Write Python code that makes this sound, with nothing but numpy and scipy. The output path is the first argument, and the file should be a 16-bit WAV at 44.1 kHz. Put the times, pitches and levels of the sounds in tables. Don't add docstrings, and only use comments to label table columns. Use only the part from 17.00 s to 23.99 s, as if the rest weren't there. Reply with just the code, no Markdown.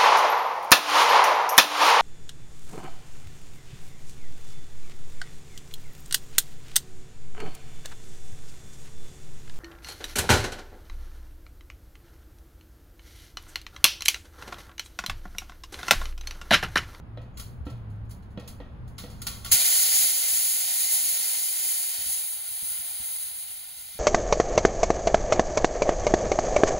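import sys
import numpy as np
from scipy import signal
from scipy.fft import rfft, irfft
from scipy.io import wavfile
from scipy.ndimage import uniform_filter1d

SR = 44100
rng = np.random.default_rng(int(sys.argv[2]) if len(sys.argv) > 2 else 0)


def persist_wave(psi):
    counts = np.round(np.clip(psi, -1, 1) * 32767).astype(np.int16)
    wavfile.write(sys.argv[1], SR, np.atleast_2d(counts).T)


N = 308259
TIME = np.arange(N) / SR
AGE = np.arange(SR) / SR
FREQ = np.arange(N // 2 + 1) * SR / N
OPENS_S, OPEN_RISE_S = 2.5115, 0.0082


def gas():
    # f/Hz, spectral level/dB
    early_spectrum = [(200, -24.5), (380, -26), (760, -13.5), (1230, -27.5), (1900, -14.5), (4250, -4),
                      (5000, -12.5), (6100, -13), (6600, -2.5), (7700, -4.5), (9200, 1), (12000, -5),
                      (13800, -3.5), (15300, -5)]
    late_spectrum = [(200, -43), (380, -34.5), (760, -16), (1230, -26), (2100, -19), (4000, -9.5),
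                     (5600, -25), (6600, -13), (7800, -13.5), (8150, -3.5), (9000, 1.5), (12000, -7),
                     (13800, -5.5), (15300, -6.5)]
    # t/s, share of the late spectrum (0-1)
    colour_change = [(2.5, 0), (3.05, 0), (3.15, .15), (3.9, .3), (5.2, .55), (5.24, 1), (6.7, 1),
                     (6.8, .8)]
    late, = curves(colour_change)
    flow_power = open_jet()
    puff_power = puffs()
    seep_power = np.array([[undb(-80.5) ** 2], [0]])
    treble, rim = np.sqrt(flow_power + puff_power + seal_burst() + seep_power)
    shell_drive = np.sqrt(puff_power[1])
    rim_top_hz = 5800
    low = 1 / (1 + (FREQ / rim_top_hz) ** 8)
    spectra = []
    for noise in rng.standard_normal((2, N)):
        hiss = 0
        for colour, share in ((early_spectrum, 1 - late), (late_spectrum, late)):
            bands = low * rfft(noise * rim * share) + (1 - low) * rfft(noise * treble * share)
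            hiss += shape(colour) * bands
        spectra.append(rim_response() * hiss + shell_response() * rfft(noise * shell_drive))
    return ports(*spectra)


def open_jet():
    # t/s, jet level/dB, rim level/dB relative to the jet
    outflow = [(2.55, -20, -0.5), (2.66, -18, -3.5), (3.03, -18.5, -2.5), (3.09, -20.5, -3.5),
               (3.41, -23, -2.5), (3.88, -22, -4), (4.68, -25, -3.5), (4.86, -27, -2), (5.2, -27, -3),
               (5.44, -30.5, -1.5), (5.99, -29.5, -2), (6.1, -29, -2.5), (6.47, -35.5, 1),
               (6.94, -38.5, 1.5), (6.99, -42, 5)]
    # t/s, lift/dB
    surges = [(3.51, 0.5), (3.93, 3.5), (4.7, 2.5), (5.12, 2.5), (6.06, 2), (6.4, 2)]
    jet_db, rim_db = curves(outflow)
    surge_db = sum(db * bell(s, 0.029) for s, db in surges) + 1.06 * walk(14)
    opening = np.clip((TIME - OPENS_S) / OPEN_RISE_S, 0, 1) ** 2
    flow = undb(jet_db + 0.53 * walk(9) + 0.51 * walk(120)) * opening
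    return (flow * undb([surge_db, rim_db])) ** 2


def puffs():
    # t/s, level/dB, relative rim level/dB, relative leak level/dB, slope/(dB per 0.1 s)
    escapes = [(0.2144, -62, 11, 2, -22), (0.372, -36.5, 1.5, 3, -21), (0.396, -27.5, 2.5, -5.5, -17),
               (0.6524, -61, 8, 9, -14), (0.699, -45.5, 8.5, -6, -21), (0.899, -58.5, 1, 1, -22),
               (1.094, -49, -2, 3, -22), (1.108, -39.5, 0, -0.5, -25), (1.224, -59, 8, -1, -22),
               (1.397, -45.5, 12, -11, -7), (1.476, -35, 2.5, 0, -21.5), (1.877, -49.5, 1, -1.5, -19),
               (1.981, -35, 7, 2.5, -15), (2.0347, -48, 3.5, -0.5, -16), (2.0994, -46, 5.5, 1, -8.5),
               (2.218, -23.5, 0, -10.5, -11), (2.2677, -16, 3.5, -9, -10.5), (2.4463, -23, 3.5, -8, -3),
               (2.461, -28, 7.5, -12, -21)]
    sputters = [(when * OPENS_S, -66 + 5 * (2 * size - 1), 4, 1.5, -20)
                for when, size in rng.random((7, 2))]
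    crest_db = 10
    power = np.zeros((2, N))
    for s, db, rim_db, leak_db, slope_db in escapes + sputters:
        leak = undb(leak_db + slope_db * AGE / 0.1) * (1 - np.exp(-AGE / 0.003))
        puff = undb(db - crest_db) * (fall(t60=0.054, rise_s=0.00044) + leak)
        add(power[0], s, puff ** 2)
        add(power[1], s, (puff * undb(rim_db)) ** 2)
    return power


def seal_burst():
    burst = undb(-4) * fall(t60=0.19, rise_s=OPEN_RISE_S) * np.clip(AGE / OPEN_RISE_S, 0, 1)
    power = np.zeros((2, N))
    add(power[0], OPENS_S, burst ** 2)
    add(power[1], OPENS_S, (burst * undb(-5)) ** 2)
    return power


def rim_response():
    # f/Hz, width/Hz, gain/dB
    hollows = [(1420, 98, 10.5), (1864, 150, 4.5), (2094, 93, 10), (2357, 99, -9), (2392, 90, 12.5),
               (2590, 52, -14), (3075, 79, 9), (3034, 62, -20), (3090, 640, 2.5), (3390, 53, -22),
               (3400, 95, 2.5), (4120, 79, 0), (4720, 480, 4), (6430, 26, 6), (5900, 110, 6.5),
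               (6720, 26, 8.5), (7000, 43, 5.5), (6850, 89, -5.5), (7200, 72, -9.5)]
    return undb(sum(db / (1 + (2 * (FREQ - hz) / width) ** 2) for hz, width, db in hollows))


def shell_response():
    # f/Hz, width/Hz, level/dB
    resonances = [(1122, 34, -22.5), (1380, 80, -20.5), (3320, 37, -24), (4120, 90, -25.5)]
    return sum(undb(db) * shape([(1, -80), (hz - 3 * width, -30), (hz - width / 2, -3),
                                 (hz + width / 2, -3), (hz + 3 * width, -30), (SR, -80)])
               for hz, width, db in resonances)


def knocks():
    # t/s, level/dB, thud f/Hz, relative clank level/dB
    blows = [(0.174, -39, 535, -3), (0.667, -34.5, 258, -5.5), (1.375, -24, 197, -13.5),
             (1.602, -37, 504, -5.5), (2.039, -32, 180, -10)]
    # f/Hz, level/dB, T60/s
    modes = [(283, 0.5, 0.17), (362, -6, 0.12), (488, -4, 0.3), (637, -17, 0.065), (1324, -11, 0.31),
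             (1900, -14, 0.28), (2523, -20.5, 0.71), (3320, -13, 0.13), (3600, -35, 0.083),
             (4100, -11, 0.055)]
    tones, rattle = np.zeros((2, N))
    scatter = rng.standard_normal((len(blows), 2, len(modes)))
    rattle_decay = fall(t60=0.029, rise_s=0.00039) + undb(-6.5) * fall(0.46) + undb(-24) * fall(1.2)
    for (s, db, thud_hz, clank_db), (sizes, detunes) in zip(blows, scatter):
        add(tones, s, undb(db) * fall(t60=0.04, rise_s=0.00084) * sine(thud_hz))
        for (hz, mode_db, t60), size, detune in zip(modes, sizes, detunes):
            pair = sum(sine(hz * (1 + split + 0.012 * detune)) for split in (-0.012, 0.012)) / 2
            add(tones, s, undb(db + clank_db + mode_db + 3 * size) * fall(t60, rise_s=0.0004) * pair)
        add(rattle, s - 0.001, undb(db + clank_db - 3.5) * rattle_decay)
    colour = shape([(200, -6), (600, 18), (1500, -4), (3500, 2.5), (5200, -18), (12000, -28)])
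    direct, stray = (colour * rfft(rattle * noise) for noise in rng.standard_normal((2, N)))
    return ports(rfft(tones) + direct, rfft(tones) + stray)


def bumps():
    # t/s, level/dB, f/Hz, T60/s
    touches = [(4.2, -55, 70, 0.15), (4.597, -56, 69.5, 0.2), (4.986, -49.5, 70, 0.2),
               (5.061, -48, 72, 0.14), (5.508, -55, 70, 0.2), (5.625, -48, 72, 0.15),
               (5.7, -54, 70.4, 0.24), (5.789, -51, 70, 0.15), (6, -46.5, 70, 0.15), (6.261, -58, 71, 0.31),
               (6.949, -55, 70, 0.2)]
    swings, scuff = np.zeros((2, N))
    for s, db, hz, t60 in touches:
        add(swings, s, undb(db) * fall(t60, rise_s=0.0015) * sine(hz))
        add(scuff, s, undb(db - 4) * fall(t60=0.14, rise_s=0.00088))
    colour = shape([(50, -20), (120, 6), (300, -5.5), (450, -38), (1200, -88)])
    return swings + irfft(colour * rfft(scuff * rng.standard_normal(N)), N)


def yard():
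    # f/Hz, spectral level/dB
    rumble_spectrum = [(22, -30), (40, -11), (52, -3), (63, 0), (78, -3), (92, -14), (125, -36),
                       (250, -130)]
    rush_spectrum = [(90, 3), (140, 0.5), (210, -0.5), (330, -12), (610, -17.5), (950, -19.5), (1500, -24),
                     (2200, -32.5), (2900, -36), (5000, -46.5)]
    # t/s, gain/dB
    sinking = [(2.54, 2), (2.61, -19), (3.1, -33), (4.85, -31.5), (5.3, -24.5), (6.99, -20)]
    # t/s, lift/dB, half length/s
    swells = [(.17, 3, .05), (0.391, 13, 0.029), (0.618, 13.5, 0.025), (0.673, 8, .025), (1.04, 11.5, .06),
              (2.525, 8, 0.027), (5.092, 21, 0.062)]
    sink_db, = curves(sinking)
    apart = np.clip(0.19 + FREQ / 1300, 0, 1) * np.array([[1], [-1]])
    rumble_noise, rush_noise = (mid + apart * side for mid, side in rfft(rng.standard_normal((2, 2, N))))
    rumble = irfft(shape(rumble_spectrum) * rumble_noise, N)
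    rush = irfft(shape(rush_spectrum + [(9000, -80)]) * rush_noise, N)
    rumble /= np.sqrt(0.05 + uniform_filter1d(rumble.mean(axis=0) ** 2, size=SR // 20))
    swell_db = sum(db * bell(s, half_s) for s, db, half_s in swells)
    drone = hum() * undb(0.17 * sink_db)
    rumble *= undb(-50 + swell_db + 2.6 * walk(14))
    rush *= undb(-47.5 + 0.77 * walk(6.1))
    return undb(sink_db) * (rumble + drone + rush)


def hum():
    # t/s, level/dB
    levels = [(0.0, -85), (0.07, -53), (0.17, -41.5), (0.36, -55.5), (0.46, -43), (0.7, -50), (0.72, -42.5),
              (1.11, -43), (1.19, -58), (1.28, -45.5), (1.78, -59), (1.81, -45), (2.05, -51), (2.16, -44),
              (2.48, -57.5), (2.5, -48.5)]
    level_db, = curves(levels)
    centre_hz, waver_hz = 110, 5.28
    phase = 2 * np.pi * np.cumsum(centre_hz + waver_hz * walk(14)) / SR
    port_phase = np.array([[0.3], [-0.3]]) * walk(6)
    return np.sqrt(2) * np.sin(phase + port_phase) * undb(level_db + 2 * walk(20))


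def ports(direct, stray):
    # f/Hz, phase lead/rad, coherence (0-1), level/dB
    transfer = [(0, 0, .97, -.5), (1700, -.2, .85, -1), (2300, -1.2, .55, 0), (3800, -1.3, .55, -1),
                (4150, 0, .95, -1), (4550, -.1, .92, 1), (4950, -2.6, .5, 8), (5700, -3.3, .5, 7),
                (6050, -6.3, .9, 3), (7300, -5.8, .85, -1), (7600, -4.6, .6, -2), (7900, -3.6, .95, 0),
                (8300, -3.2, .99, 0), (8600, -3.1, .995, 0), (9500, -1.85, .93, 0), (10950, 0, .99, 0),
                (12200, 1.6, .88, 0), (13400, 3.14, .995, 0), (14600, 4.7, .88, 0), (15850, 6.28, .99, 0)]
    lead, coherence, db = curves(transfer, axis=FREQ)
    right = undb(db) * (coherence * np.exp(1j * lead) * direct + np.sqrt(1 - coherence ** 2) * stray)
    return irfft(np.array([direct, right]), N)


def undb(db):
    return 10 ** (np.asarray(db) / 20)


def shape(points):
    hz, db = np.transpose(points)
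    gain = undb(np.interp(np.log(FREQ + 1), np.log(hz), db))
    return gain / np.sqrt(np.mean(gain ** 2))


def curves(rows, axis=TIME):
    knots, *columns = np.transpose(rows)
    return [np.interp(axis, knots, column) for column in columns]


def fall(t60, rise_s=0.00091):
    return (1 - np.exp(-AGE / rise_s)) * np.exp(-np.log(1000) * AGE / t60)


def sine(hz):
    return np.sin(2 * np.pi * hz * AGE)


def bell(s, half_s):
    return np.exp(-((TIME - s) / half_s) ** 2)


def walk(rate_hz):
    hold = int(SR / rate_hz)
    steps = np.repeat(rng.standard_normal(N // hold + 1), hold)
    return 1.3 * uniform_filter1d(uniform_filter1d(steps, hold), hold)[:N]


def add(track, s, sound):
    start = int(s * SR)
    track[start:start + len(sound)] += sound[:N - start]


def scene():
    return gas() + knocks() + bumps() + yard()


def record(dry):
    top_hz = 15740
    return signal.sosfilt(signal.ellip(16, 0.3, 80, top_hz, fs=SR, output="sos"), np.tanh(dry))


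dry = scene()
out = record(dry)
persist_wave(out)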